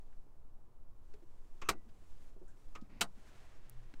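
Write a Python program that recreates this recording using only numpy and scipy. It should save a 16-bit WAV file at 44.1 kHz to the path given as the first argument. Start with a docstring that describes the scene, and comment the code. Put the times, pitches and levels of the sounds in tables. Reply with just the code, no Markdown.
"""Two padded lids of a car's centre console are pushed shut close by, left then right.
Each lid first touches its sprung catch, slides over it, then snaps home with a clack
that the small cabin soon swallows. A hand and sleeve brush the padding and knock the
trim lightly over a low cabin rumble."""
import sys
import numpy as np
from scipy import signal
from scipy.fft import rfft, irfft
from scipy.io import wavfile
from scipy.ndimage import uniform_filter1d

SR = 44100
rng = np.random.default_rng(int(sys.argv[2]) if len(sys.argv) > 2 else 0)


def dump_mix(stems):
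    """Bounce the given channels to the path in sys.argv[1] as a 16-bit WAV at rate SR."""
    frames = np.atleast_2d(stems).T  # one column per channel
    limited = np.clip(frames, -1, 1)  # hard clip at full scale
    pcm = np.round(limited * 32767).astype(np.int16)
    wavfile.write(sys.argv[1], SR, pcm)


N = 176400
TIME, RING = np.arange(N) / SR, np.arange(SR // 2) / SR  # seconds: whole scene, one hit
RING_HZ = np.fft.rfftfreq(len(RING), 1 / SR)

# Tone of each lid's clack. Each row: frequency in Hz, level in dB.
LEFT_CLACK = [(60, -5), (150, -16), (300, -7.5), (560, -12), (1100, -6), (1700, -11.5), (2500, -10.5),
              (3200, -13), (5200, -14.5), (8300, -17), (9500, -23), (13000, -25), (15500, -28.5)]
RIGHT_CLACK = [(80, -15.5), (280, -9), (450, -11), (650, -12), (950, -8.5), (1400, -8), (1800, -11),
               (3000, -7.5), (5200, -13), (8300, -12.5), (9500, -18), (11500, -21), (15500, -28)]
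# Ring of each lid. Each row: pitch in Hz, level in dB, t60 in seconds.
LEFT_RING = [(61, -44.5, 0.15), (204, -52.5, 0.39), (337, -35.5, 0.076), (387.5, -32, 0.095),
             (431.6, -40, 0.13), (791, -46, .07), (1087, -34.5, 0.059), (1175, -26, 0.03),
             (1274, -24.5, 0.035), (1569.8, -42, 0.092), (1880.3, -39, 0.073), (1968, -65, 0.465),
             (2350, -35, 0.057), (2640, -37, 0.062), (3901, -37.5, 0.065), (8455, -39.5, 0.054)]
RIGHT_RING = [(189, -49, 0.27), (692, -33.5, 0.081), (818, -48, 0.145), (1252, -37, 0.0986),
              (1394, -35, 0.047), (1465, -40, 0.0584), (2224, -38, 0.055), (2657, -34.5, 0.0475),
              (2880, -39.5, .06), (3066, -29.5, 0.043), (3160, -43.5, 0.0455), (3637, -48.5, 0.068),
              (3927, -32.5, 0.044), (4510, -39.5, 0.065), (7375, -41, 0.043), (8640, -41, 0.063)]
# Tail of console and cabin. Each row: band in Hz, t60 in seconds.
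TAIL = [(100, 0.184), (300, 0.18), (700, 0.12), (1400, 0.089), (3000, 0.055), (7000, 0.062), (15000, 0.05)]
# A lid meets its catch. Each row: start in seconds, then knock, click and spring levels in dB.
CATCH_HITS = [(1.616, -45.5, -57.5, -52.5), (2.751, -48.5, -60, -51.5)]
# Tone of the catch's knock and click. Each row: frequency in Hz, level in dB.
KNOCK_TONE = [(100, -9), (300, -1.5), (450, -5.5), (750, -10.5), (1180, 2), (1600, -11.5), (2600, -6),
              (4000, -22), (8000, -39), (15500, -56)]
CLICK_TONE = [(100, -39), (1500, -2.5), (4000, -6), (5600, 1), (7500, -2.5), (9500, -20), (15500, -20)]
# The left latch scrapes over its catch. Each row: centre in Hz, half-width in Hz, level in dB.
SCRAPE_BANDS = [(1240, 360, -63.5), (2570, 350, -66.5), (6200, 600, -75)]
# The right lid rubs along the left. Each row: start in seconds, length in seconds, level in dB.
RUBS = [(2.83, .05, -68), (2.886, 0.14, -60.5)]
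# Knocks on the padding. Each row: start in seconds, pitch in Hz, level in dB, t60 in seconds.
PAD_THUDS = [(.262, 290, -59, 0.081), (1.139, 420, -54, 0.11), (1.222, 344.7, -59, 0.142),
             (1.745, 323, -52, 0.14), (1.863, 228, -57.5, 0.17), (2.363, 388.8, -53, 0.11),
             (2.413, 364, -49.5, .12), (2.82, 210, -44.5, 0.066), (3.172, 216, -56.5, 0.17),
             (3.939, 282, -50.5, 0.04)]
# Trim ticks. Each row: start in seconds, level in dB, centre in Hz, width in octaves, t60 in seconds.
TRIM_TICKS = [(0.126, -73.5, 1500, 0.63, 0.068), (1.138, -64, 1500, 1.36, 0.058),
              (1.223, -77, 1500, 0.97, 0.055), (1.889, -72.5, 2180, 1, 0.087),
              (2.475, -73, 1550, 0.16, .25), (2.48, -74.5, 7400, 0.28, 0.19), (2.813, -69, 4000, 0.68, .06),
              (3.697, -47.5, 11300, 0.52, 0.0086), (3.9393, -52, 870, 1.39, 0.019)]
# Fader curve of the sleeve. Each row: time in seconds, level in dB.
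SLEEVE_FADER = [(0, -77.5), (.3, -83.5), (.85, -87.5), (1.1, -77), (1.3, -78.5), (1.6, -74.5), (1.8, -79),
                (2.08, -72), (2.28, -71.5), (2.37, -80.5), (2.6, -74), (2.73, -74.5), (2.86, -78.5),
                (3.13, -75), (3.28, -69.5), (3.45, -72.5), (3.6, -77.5), (4, -76.5)]
# Tone of lid rub, sleeve, palm and rumble. Each row: frequency in Hz, level in dB.
RUB_TONE = [(100, 10.5), (190, 12.5), (270, 10.5), (450, -8), (900, -6), (1500, -12), (2200, -6),
            (3300, -20), (5000, -20), (9000, -41), (15000, -41.5)]
SLEEVE_TONE = [(200, 12), (1000, 5), (2500, -0.5), (4500, -4), (7300, -3.5), (10000, -9), (15500, -16.5)]
PALM_TONE = [(100, 4.5), (300, 4), (900, 2), (1900, 0.5), (4000, -7.5), (8000, -15), (15500, -40)]
RUMBLE_TONE = [(2, 30), (13, 24), (20, 19.5), (30, 2), (60, 1), (100, -4.5), (160, -13), (350, -15.5),
               (600, -20.5), (1100, -24), (2000, -40.5), (3500, -45.5), (8000, -47.5), (16000, -45.5)]

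SPRING_HZ, SPRING_T60_S = 1260, 0.18
SCRAPE_START_S, SCRAPE_LENGTH_S = 1.637, 0.11
PALM_START_S, PALM_RISE_S, PALM_FADE_DB_PER_S, PALM_DB = 3.113, 0.18, 10.5, -67.5
DRONE_START_S, DRONE_RISE_S, DRONE_HZ, DRONE_DB = 3.367, 0.118, 121.9, -67.5
RUMBLE_DB, HIGH_CUT_HZ = -44.5, 15800


def lids():
    """The left lid clacks shut, then the right."""
    out = np.zeros(N)
    add(out, 1.6877, snap(LEFT_CLACK, LEFT_RING, db=-29, modes_db=-2.0,
                          hold_s=0.0037, first_db=-9.5, rise_s=0.0044))
    add(out, 3.0096, snap(RIGHT_CLACK, RIGHT_RING, db=-28.5, modes_db=-2.5,
                          hold_s=0.0082, first_db=0.5, rise_s=0.0078))
    return out


def snap(tone, modes, db, modes_db, hold_s, first_db, rise_s):
    """A latch snaps home and rings its lid."""
    ring = sum(mode(*row, rise_s) for row in modes)
    return amp(db) * clatter(tone, hold_s, first_db) + amp(modes_db) * ring


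def clatter(tone, hold_s, first_db):
    """Dense plastic modes and close reflections last while the latch chatters, then die band by band."""
    white = rfft(rng.standard_normal(len(RING)))
    attack = amp(first_db * np.maximum(1 - RING / hold_s, 0))
    burst = 0
    for centre, t60 in TAIL:
        band = curve([(hz, hz == centre) for hz, _ in TAIL], RING_HZ)
        burst += irfft(white * band) * attack * amp(-60 * np.maximum(RING - hold_s, 0) / t60)
    spectrum = rfft(burst)
    flat = spectrum / np.sqrt(uniform_filter1d(abs(spectrum) ** 2, size=120) + 1e-12)
    hit = irfft(flat * amp(curve(tone, RING_HZ))) * (RING < RING[-1] / 2)
    return hit / np.sqrt(np.sum(hit ** 2) / (SR / 100))  # energy of 10 ms at rms 1


def mode(hz, db, t60, rise_s):
    """One resonance swells while it is driven, then rings out."""
    envelope = np.minimum(RING / rise_s, 1) * amp(db - 60 * np.maximum(RING - rise_s, 0) / t60)
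    return envelope * np.sin(2 * np.pi * (hz * RING + rng.random()))


def catches():
    """Each lid touches its catch: a knock, a click and a ping from the spring."""
    out = np.zeros(N)
    for start, knock_db, click_db, spring_db in CATCH_HITS:
        add(out, start, amp(knock_db) * clatter(KNOCK_TONE, hold_s=0.007, first_db=-14))
        add(out, start, amp(click_db) * clatter(CLICK_TONE, hold_s=0.0037, first_db=-3))
        add(out, start, mode(SPRING_HZ, spring_db, SPRING_T60_S, rise_s=0.0024))
    return out


def friction():
    """The left latch scrapes over its catch; the right lid rubs its neighbour on the way down."""
    out = np.zeros(N)
    size = int(SCRAPE_LENGTH_S * SR)
    for hz, width, db in SCRAPE_BANDS:
        peak = [(hz / 3, -45), (hz - width, -12), (hz, 0), (hz + width, -12), (hz * 2, -45)]
        add(out, SCRAPE_START_S, amp(db) * noise(peak, size) * signal.windows.tukey(size, .2))
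    for start, length, db in RUBS:
        size = int(length * SR)
        add(out, start, amp(db) * noise(RUB_TONE, size) * signal.windows.tukey(size, .3))
    return out


def handling():
    """The hand draws dull thuds from the padding and small ticks from the trim."""
    out = np.zeros(N)
    for start, hz, db, t60 in PAD_THUDS:
        tone = [(hz / 4, -14), (hz, 0), (hz * 1.6, -11), (hz * 3.5, -30), (hz * 16, -60)]
        envelope = np.minimum(RING / 0.00365, 1) * amp(db - 6 - 60 * RING / t60)
        body = envelope * noise(tone, len(RING))
        add(out, start, body + mode(hz, db - 2.5, t60, rise_s=0.0037))
    for start, db, centre, octaves, t60 in TRIM_TICKS:
        bell = np.exp(-.5 * (np.log2((RING_HZ + 1) / centre) / octaves) ** 2)
        tick = unit(irfft(rfft(rng.standard_normal(len(RING))) * bell))
        add(out, start, tick * amp(db - 60 * RING / t60))
    return out


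def brushing():
    """A sleeve brushes the padding and the palm slides off the shut lids: a fine, uneven hiss."""
    sleeve = amp(np.interp(TIME, *np.transpose(SLEEVE_FADER))) * noise(SLEEVE_TONE, N)
    since = TIME - PALM_START_S
    palm_db = PALM_DB - PALM_FADE_DB_PER_S * np.maximum(since - PALM_RISE_S, 0)
    palm = np.clip(since / PALM_RISE_S, 0, 1) * amp(palm_db) * noise(PALM_TONE, N)
    grip_db = 0.97 * unit(uniform_filter1d(rng.standard_normal(N), size=700))
    return (sleeve + palm) * amp(grip_db)


def cabin():
    """A bed of low rumble; a faint wavering drone fades in near the end."""
    drone = noise([(DRONE_HZ * .85, -60), (DRONE_HZ, 0), (DRONE_HZ * 1.15, -60), (DRONE_HZ * 2, -100)], N)
    fade_in = np.clip((TIME - DRONE_START_S) / DRONE_RISE_S, 0, 1)
    return amp(RUMBLE_DB) * noise(RUMBLE_TONE, N) + amp(DRONE_DB) * drone * fade_in


def noise(tone, size):
    """Steady noise through an EQ curve, at rms 1."""
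    eq = amp(curve(tone, np.fft.rfftfreq(size, 1 / SR)))
    return unit(irfft(rfft(rng.standard_normal(size)) * eq, size))


def curve(points, hz):
    """Joins points along a log-frequency axis."""
    point_hz, value = np.transpose(points)
    return np.interp(np.log(hz + 1), np.log(point_hz + 1), value)


def amp(db):
    """Decibels to gain."""
    return 10 ** (np.asarray(db) / 20)


def unit(x):
    """Scales to rms 1."""
    return x / np.sqrt(np.mean(x ** 2) + 1e-20)


def add(mix, start_s, sound):
    """Drops a sound into the mix on its cue."""
    part = mix[round(start_s * SR):][:len(sound)]
    part += sound[:len(part)]


def scene():
    """Mono mix of lids, hand and cabin."""
    return (lids() + catches() + friction() + handling() + brushing() + cabin())[None]


def record(dry):
    """A steep high cut takes off the very top."""
    high_cut = signal.firwin(401, HIGH_CUT_HZ, window=("kaiser", 8), fs=SR)
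    return signal.oaconvolve(dry, high_cut[None], "same")


dry = scene()
out = record(dry)
dump_mix(out)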